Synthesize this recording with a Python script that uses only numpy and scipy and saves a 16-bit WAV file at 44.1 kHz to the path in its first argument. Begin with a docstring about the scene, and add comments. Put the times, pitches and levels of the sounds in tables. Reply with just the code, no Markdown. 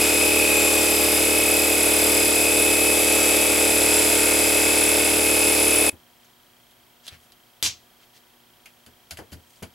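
"""First a small piston air compressor pumps up a tyre on a garage workbench: a drone, a clatter and squeals,
all computed from one crank, whose turns knock the housing, rattle the drive and make the pump squeal.
It breaks off abruptly; in the quiet garage a plastic bottle is handled, with clicks, rubs and soft bumps made
of shaped noise and tones, and one loud snap and hiss. Behind it all lie soft air, mains hum and a faint
electrical whine. Reflections give the two channels their width, and the recorder cuts the top."""
import sys
import numpy as np
from scipy import signal
from scipy.fft import rfft, irfft, next_fast_len
from scipy.io import wavfile
from scipy.ndimage import uniform_filter1d

SR = 44100
rng = np.random.default_rng(int(sys.argv[2]) if len(sys.argv) > 2 else 0)


def int16_out(signal):
    """Quantize to a 16-bit WAV file."""
    q = np.round(np.clip(np.atleast_2d(signal).T, -1, 1) * 32767)
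    wavfile.write(sys.argv[1], SR, q.astype(np.int16))


N = 429534
T = np.arange(N) / SR

# housing drone: (multiple of the crank rate, relative level [dB])
DRONE_HARMONICS = [(1, -31), (2, -7), (3, -18), (4, -20), (5, -19), (6, -9), (7, -10.5), (8, 2), (9, -1),
                   (10, -9.5), (11, 1), (12, 0), (13, -8), (14, -4.5), (15, -15), (16, -1.5), (17, -15),
                   (18, -14), (19, -35), (20, -11.5), (21, -26), (22, -9.5), (23, -15.5), (24, -16.5)]
# knocks of piston and valves within a turn: (crank angle [turns], relative level [dB])
KNOCKS = [(.11, -0.5), (0.369, -9.5), (0.749, -6), (.85, -1.5)]
# squeaks within a turn: (nominal pitch [Hz], crank angle [turns], swell width [turns], relative level [dB])
LOW_SQUEAKS = [(2504, 0.47, 0.68, -6.5), (2581, 0.24, 0.24, -2), (2539, 0.613, 0.12, 2.5),
               (2376, 0.22, 0.085, -4), (2640, 0.92, 0.033, -6), (2185, 0.69, 0.14, -17.5)]
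MID_SQUEAKS = [(7390, 0.28, 0.15, -7.5), (7724, 0.32, 0.1, 1), (7874, 0.605, 0.07, -2.5),
               (5040, 0.54, 0.1, -7), (3540, 0.9, 0.085, -11)]
HIGH_SQUEAKS = [(10220, 0.556, 0.041, 1.5), (10236, 0.48, 0.16, 0)]
TOP_SQUEAKS = [(12780, .37, 0.06, 0), (4975, .58, 0.1, -6)]
# course of the low squeal: (time [s], level [dB])
LOW_SQUEAL_LEVEL = [(0.0, -26), (0.44, -23.5), (1.15, -29), (1.5, -25), (2.05, -29.5), (2.5, -25),
                    (2.9, -27.5), (5.88, -27.5)]
# colour of the clatter: (frequency [Hz], relative level per Hz [dB])
CLATTER_COLOUR = [(30, -18), (170, -11), (280, -3), (450, 3.5), (830, 2), (980, -4.5), (1400, -3),
                  (1750, -6), (2300, 2), (3000, -2.5), (4300, -6), (6500, -6), (7800, 0), (12500, -2.5),
                  (13500, -5.5), (16000, -17)]
# ringing metal parts: (frequency [Hz], width [Hz], mean gain [dB])
METAL_PARTS = [(2178, 47, -3), (3566, 170, -2.5), (5000, 400, -3.5), (7430, 38, 3), (10140, 400, 3.5),
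               (10800, 87, -2.5), (11600, 21, 8.5)]
# clicks of the plastic: (time [s], relative level [dB], pitch [Hz], ring t60 [s], rise [s],
# ring of the whole bottle [dB])
CLICKS = [(6.245, -43, 6000, .08, .0005, -8), (6.71, -44, 3500, .08, .001, -6),
          (7.0667, -27, 3700, 0.039, .0001, -13), (7.079, -21.5, 3600, 0.077, .0002, -15),
          (7.3205, -39.5, 3800, .06, .0002, -4), (8.658, -31, 2420, .12, .0002, -9),
          (8.863, -41, 3000, .09, .0003, 1), (9.1085, -27, 4300, 0.12, .0002, 1.5),
          (9.171, -32.5, 2600, 0.14, .0005, -2), (9.187, -32, 1700, .1, .001, -5),
          (9.318, -36, 2820, 0.083, .002, 2), (9.328, -37.5, 4600, .1, .001, 5.5),
          (9.558, -43, 4400, .04, .0005, -12), (9.624, -29, 2400, 0.11, 0.0033, 1.5)]
# the hollow bottle's resonances: (frequency [Hz], nominal width [Hz], relative level [dB])
BOTTLE_MODES = [(660, 88, 5.5), (1530, 200, 1), (2150, 270, 0), (3000, 380, 0), (4720, 628, -1.5),
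                (6900, 1400, -5.5), (10800, 1900, -4.5)]
# bumps on the bench: (time [s], relative level [dB], nominal upper edge [Hz], thud t60 [s],
# boom of the bench top [dB])
BUMPS = [(5.926, -44, 600, 0.14, 0), (7.117, -50, 220, 0.19, 1), (7.644, -46, 400, .3, 1.5),
         (8.868, -54, 500, 0.21, -2), (9.118, -48, 130, .2, 8), (9.186, -37, 700, 0.18, -7),
         (9.32, -39.5, 280, 0.22, 3), (9.621, -34.5, 480, 0.15, -3)]
# rubs of hand and sleeve: (time of the middle [s], level [dB], half-length [s], pitch [Hz])
RUBS = [(6.254, -64, .05, 3000), (6.705, -69, .03, 3000), (7.062, -51, 0.023, 3900),
        (7.086, -45, 0.012, 3500), (7.129, -50.5, 0.034, 2170), (7.23, -61, .03, 8000),
        (8.028, -58, .025, 2800), (8.165, -55, 0.022, 3800), (9.55, -62, 0.098, 7050)]
# colour of the escaping air: (frequency [Hz], relative level per Hz [dB])
HISS_COLOUR = [(59, -36), (100, -3), (132, -17), (206, -28), (328, -9), (442, -21), (502, -18), (1100, -10),
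               (1310, -15.5), (2800, -0.5), (6150, 3), (13800, -13), (16000, -44)]
# colour of the quiet garage's air: (frequency [Hz], relative level per Hz [dB])
QUIET_COLOUR = [(15, -40), (25, -6), (240, -5), (410, -6.5), (722, -6), (2360, -10), (3170, -9.5),
                (6920, -16.5), (11800, -15.5), (14300, -22), (15500, -18)]
# mains hum: (frequency [Hz], rms level [dB])
HUM = [(120, -75), (240, -71), (360, -74.5), (720, -73), (840, -84), (960, -76)]
# reflections that differ between the channels: (frequency [Hz], side gain [dB])
WIDTH = [(60, -33), (110, -5), (200, -10), (380, -11), (700, -7), (1290, -5.5), (2380, -8.5), (4400, -7.5),
         (8120, -11.5), (15000, -13.5)]

STOP_S = 5.897
MAINS_HZ = 60
# the crank creeps up to full speed: turns per second, shortfall at first, time constant
CRANK_HZ, CRANK_LAG_HZ, SETTLE_S = 37.985, 0.12, 2.2
# housing drone and clatter at the start; both ease slightly as the pump runs
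DRONE_DB, CLATTER_DB, EASE_DB_PER_S = -25.1, -20.5, 0.1044
# the middle squeal builds up and dies back around a peak
MID_PEAK_S, MID_PEAK_DB, MID_RISE_DB_PER_S, MID_FALL_DB_PER_S = 3.5, -31, 1.4, 3.5
# the high squeal: level, dB gained per dB the low squeal loses, growth as the pump runs
HIGH_SQUEAL_DB, SQUEAL_TRADE, HIGH_GROWTH_DB_PER_S = -27, 0.4, 0.6
# the top squeal catches for one spell: from, until, level then, level otherwise, time to catch
TOP_FROM_S, TOP_UNTIL_S, TOP_SPELL_DB, TOP_IDLE_DB, TOP_CATCH_S = 0.85, 2.4, -32.3, -41.5, 0.25
# the bottle's snap: time, level of each tone at the onset
SNAP_S, SNAP_DB = 7.6268, -8
# the hiss after the snap: level before dulling, hold, then fall
HISS_DB, HISS_HOLD_S, HISS_FALL_DB_PER_S = -21.5, 0.041, 315
QUIET_DB = -59
TOP_HZ = 16000


def undb(db):
    """Decibels to gain."""
    return 10 ** (np.asarray(db) / 20)


def unit(x):
    """Scale to rms 1."""
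    return x / np.sqrt(np.mean(x ** 2))


def curves(table):
    """Each column of a table, joined by straight lines in time."""
    s, *columns = np.transpose(table)
    return [np.interp(T, s, c) for c in columns]


def colour(x, points):
    """Filter by a spectrum of (frequency [Hz], gain [dB]) points."""
    size = next_fast_len(len(x))
    hz, db = np.transpose(points)
    f = np.maximum(np.fft.rfftfreq(size, 1 / SR), 1)
    gain = undb(np.interp(np.log(f), np.log(hz), db))
    return irfft(rfft(x, size) * gain, size)[:len(x)]


def ring(x, hz, width):
    """One resonance, gain 1 at its centre."""
    hz = min(hz, SR / 2 - 1000)
    sharpness = hz / min(width, SR / np.pi)
    return signal.lfilter(*signal.iirpeak(hz, sharpness, fs=SR), x)


def ring_twice(x, hz, width):
    """The same resonance passed twice, for steeper flanks."""
    return ring(ring(x, hz, width), hz, width)


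def noise(size=N):
    """White noise."""
    return rng.standard_normal(size)


def walk(rate):
    """Smooth chance with spread near 1, changing rate times a second."""
    step = int(SR / rate)
    knots = noise(N // step + 2)
    path = np.interp(np.arange(N) / step, np.arange(len(knots)), knots)
    return uniform_filter1d(path, step // 2) * np.sqrt(2)


def window(turns, angle, length):
    """A smooth swell once a turn around an angle."""
    offset = (turns - angle + .5) % 1 - .5
    return np.exp(-.5 * (offset / length) ** 2)


def add(track, s, x):
    """Mix a short sound in at time s."""
    i = int(s * SR)
    track[i:i + len(x)] += x[:N - i]


def compressor():
    """Drone, clatter and squeals all follow the crank."""
    turns = crank()
    body = undb(DRONE_DB) * drone(turns) + undb(CLATTER_DB) * clatter(turns)
    out = undb(-EASE_DB_PER_S * T) * body

    low_db, = curves(LOW_SQUEAL_LEVEL)
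    out += undb(low_db) * squeal(turns, LOW_SQUEAKS, drift=0.72, rough=0.17, waver_db=0.5)

    mid_loss = np.maximum(MID_RISE_DB_PER_S * (MID_PEAK_S - T), MID_FALL_DB_PER_S * (T - MID_PEAK_S))
    mid_db = MID_PEAK_DB - mid_loss
    out += undb(mid_db) * squeal(turns, MID_SQUEAKS, drift=0.58, rough=0.39, waver_db=1.0)

    high_db = HIGH_SQUEAL_DB - SQUEAL_TRADE * (low_db - low_db.mean())
    high_db = high_db + HIGH_GROWTH_DB_PER_S * (T - STOP_S / 2)
    out += undb(high_db) * squeal(turns, HIGH_SQUEAKS, drift=0.47, rough=0.27, waver_db=1.15)

    spell = np.clip(np.minimum(T - TOP_FROM_S, TOP_UNTIL_S - T) / TOP_CATCH_S + .5, 0, 1)
    top_db = TOP_IDLE_DB + (TOP_SPELL_DB - TOP_IDLE_DB) * spell
    out += undb(top_db) * squeal(turns, TOP_SQUEAKS, drift=.8, rough=.6, waver_db=1.2)
    return out


def crank():
    """Turns of the crank so far: it settles towards full speed and wanders a little."""
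    hz = CRANK_HZ - CRANK_LAG_HZ * np.exp(-T / SETTLE_S) + 0.012 * walk(3)
    return np.cumsum(hz) / SR


def drone(turns, scatter=0.73, throb_depth=0.093):
    """The knocks of each turn keep the housing ringing on multiples of the crank rate."""
    angle = np.linspace(0, 1, 2048)
    cycle = 0
    for k, db in DRONE_HARMONICS:
        push = sum(undb(knock_db) * np.exp(-2j * np.pi * round(k) * at) for at, knock_db in KNOCKS)
        # each panel answers a little early or late (scatter in radians)
        lag = np.angle(push) + scatter * rng.standard_normal()
        cycle = cycle + undb(db) * np.cos(2 * np.pi * round(k) * angle + lag)
    housing = unit(np.interp(turns % 1, angle, cycle))
    # the motor throbs at twice the mains frequency
    throb = 1 + throb_depth * np.sin(2 * np.pi * MAINS_HZ * 2 * T)
    gear_ratio = 25 / 3
    motor = undb(-18.0) * np.sin(2 * np.pi * gear_ratio * turns)
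    return housing * throb * undb(.5 * walk(30)) + motor


def clatter(turns, repeat=0.43, creep=0.73, slack_depth=0.29, load_depth=0.076, mains_depth=0.049, grit_db=1.0):
    """Gears and bearings rattle, partly the same on every turn, and ease off while the piston is unloaded."""
    # the contact creeps between worn parts, so single overtones swell and fade
    worn = unit(wear(turns) + creep * (walk(1.46) * wear(turns) + walk(2.486) * wear(turns)))
    # the repeating part is weaker in the lows and in the finest rattle
    worn = colour(worn, [(300, -3.5), (700, -4.5), (960, 0.5), (7800, 1.5), (9000, -5.5)])
    loose = noise() * undb(grit_db * walk(1500))
    rattle = np.sqrt(repeat) * worn + np.sqrt(1 - repeat) * loose
    load = 1 - slack_depth * window(turns, 0.38, 0.14) + load_depth * window(turns, 0.84, 0.083)
    # the motor's torque throbs at twice the mains frequency
    torque = 1 + mains_depth * np.sin(2 * np.pi * MAINS_HZ * 2 * T)
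    rattle = rattle * load * torque
    metal = sum(undb(db + 2 * walk(3.06)) * ring(rattle, hz, width) for hz, width, db in METAL_PARTS)
    return unit(colour(rattle + metal, CLATTER_COLOUR))


def wear(turns):
    """The roughness of a worn part, read once round the crank."""
    size = int(SR / CRANK_HZ)
    # equally strong overtones in random phase, drawn on a grid eight times finer
    surface = unit(irfft(np.exp(2j * np.pi * rng.random(size // 2)), size * 8))
    return np.interp(turns % 1, np.linspace(0, 1, len(surface)), surface)


def squeal(turns, squeaks, drift, rough, waver_db):
    """Squeaks return at the same crank angles; their phase drifts slowly and trembles fast (radians)."""
    out = 0
    for hz, angle, length, db in squeaks:
        # a whole number of cycles in each turn
        cycles = round(hz / CRANK_HZ)
        slip = 2 * np.pi * rng.random() + drift * walk(1.49) + rough * walk(90)
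        out = out + undb(db) * window(turns, angle, length) * np.sin(2 * np.pi * cycles * turns + slip)
    # even out the level over a quarter second, then let it waver
    out = out / np.sqrt(uniform_filter1d(out ** 2, SR // 4) + 1e-9)
    return out * undb(0.96 * walk(45) + waver_db * walk(7))


def snap(dulling_s=0.056):
    """The bottle snaps open and lets out a short hiss that dulls as it dies."""
    # the air sputters as it squeezes through the gap
    air = unit(colour(noise() * undb(1.3 * walk(1200)), HISS_COLOUR))
    dull = signal.sosfilt(signal.butter(4, 7000, fs=SR, output="sos"), air)
    # the fast first air adds a bright edge of its own
    edge = unit(colour(noise(), [(5000, -28), (7500, 3), (13000, -5), (16000, -22)]))
    force = np.exp(-(np.maximum(T - SNAP_S, 0) / dulling_s) ** 2 / 2)
    hiss_db = HISS_DB - HISS_FALL_DB_PER_S * np.maximum(T - SNAP_S - HISS_HOLD_S, 0)
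    out = (dull + undb(-7.0) * force * edge) * undb(hiss_db) * (T > SNAP_S)
    t = T[:SR // 100]
    crack = np.sin(2 * np.pi * 3900 * t) * np.exp(-t / 0.00046)
    crack += np.sin(2 * np.pi * 11500 * t) * np.exp(-t / 0.00027)
    add(out, SNAP_S, undb(SNAP_DB) * crack)
    return out


def handling():
    """Plastic clicks ring the bottle; dull bumps shake the bench; hand and sleeve rub softly."""
    out, t = np.zeros(N), T[:SR // 2]
    for s, *settings in CLICKS:
        add(out, s, click(t, *settings))
    for s, *settings in BUMPS:
        add(out, s, bump(t, *settings))
    for s, *settings in RUBS:
        add(out, s - t[-1] / 2, rub(t, *settings))
    return out


def click(t, db, hz, t60, rise, shell_db, ring_width=0.18, crack_db=-13, tick_db=3):
    """A flexing wall rings at its own pitch, with the hollow bottle and a bright crack."""
    # the crack's treble dies sooner than the ring
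    crack = colour(noise(len(t)), [(400, 0), (11500, 6), (15500, -12)]) * undb(-30 * t / t60)
    shell = unit(sum(undb(mode_db) * ring_twice(noise(len(t)), f, 2 * width)
                     for f, width, mode_db in BOTTLE_MODES))
    spot = unit(ring_twice(noise(len(t)), hz, 2 * ring_width * hz))
    tick = 1 + undb(tick_db) * np.exp(-t / 0.00088)
    fade = undb(-60 * t / t60) * tick * (1 - np.exp(-t / rise))
    return undb(db - 8.5) * (undb(-6.5) * spot + undb(shell_db) * shell + undb(crack_db) * crack) * fade


def bump(t, db, hz, t60, boom_db, bench_hz=80):
    """A dull thud of low noise, with the bench top booming at one low pitch."""
    thud = colour(noise(len(t)), [(25, -25), (85, 0), (hz * 0.68, -2), (hz * 2.4, -18), (hz * 15, -48)])
    bench = undb(boom_db) * np.sin(2 * np.pi * bench_hz * t) * undb(-50 * t / t60)
    return undb(db + 2.5) * (unit(thud) * undb(-60 * t / t60) + bench) * (1 - np.exp(-t / 0.0036))


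def rub(t, db, length, hz):
    """Grainy friction noise around one pitch swells and fades smoothly."""
    scrape = ring(noise(len(t)) * undb(2.5 * walk(900)[:len(t)]), hz, 0.83 * hz)
    return undb(db) * unit(scrape) * np.exp(-((t - t[-1] / 2) / length) ** 2)


def garage():
    """Soft air and mains hum, with a thin pulsing whine of electronics."""
    mid, side = (unit(colour(noise(), QUIET_COLOUR)) for _ in range(2))
    air = undb(QUIET_DB) * (mid + undb(-5.5) * side * np.array([[1], [-1]]))
    hum = sum(undb(db) * np.sqrt(2) * np.sin(2 * np.pi * (hz * T + rng.random())) for hz, db in HUM)
    # one tone pulses 29.97 times a second, one four times as fast, one is steady
    pulses = 29.97 * (T - 7.937)
    whine = undb(-54) * window(pulses, 0, 0.05) * np.sin(2 * np.pi * 3192 * T)
    whine += undb(-59.5) * window(4 * pulses, 0, 0.15) * np.sin(2 * np.pi * 11998 * T + .7 * walk(120))
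    whine += undb(-69) * np.sin(2 * np.pi * 15734 * T)
    return air + hum + whine


def spread(x, wall_t60):
    """Reflections from bench and walls differ between the ears and give a sound its width."""
    t = T[:SR // 2]
    walls = noise(len(t)) * undb(-60 * t / wall_t60)
    reflected = signal.fftconvolve(x, walls / np.linalg.norm(walls))[:N]
    side = colour(reflected, WIDTH)
    return x + side * np.array([[1], [-1]])


def scene(tail_db=-22, tail_t60=0.14):
    """The compressor breaks off with only a brief faint tail; the small sounds follow in the quiet."""
    running = np.clip((STOP_S - T) / 0.0048 + .5, 0, 1)
    tail = undb(tail_db - 60 * np.maximum(T - STOP_S, 0) / tail_t60)
    machine = spread(compressor(), wall_t60=0.67) * np.maximum(running, tail)
    bottle = spread(handling() + snap(), wall_t60=0.053)
    return machine + bottle + garage()


def record(dry):
    """The recorder cuts the top with a steep low-pass filter."""
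    return signal.sosfilt(signal.ellip(10, .1, 80, TOP_HZ, fs=SR, output="sos"), dry)


dry = scene()
out = record(dry)
int16_out(out)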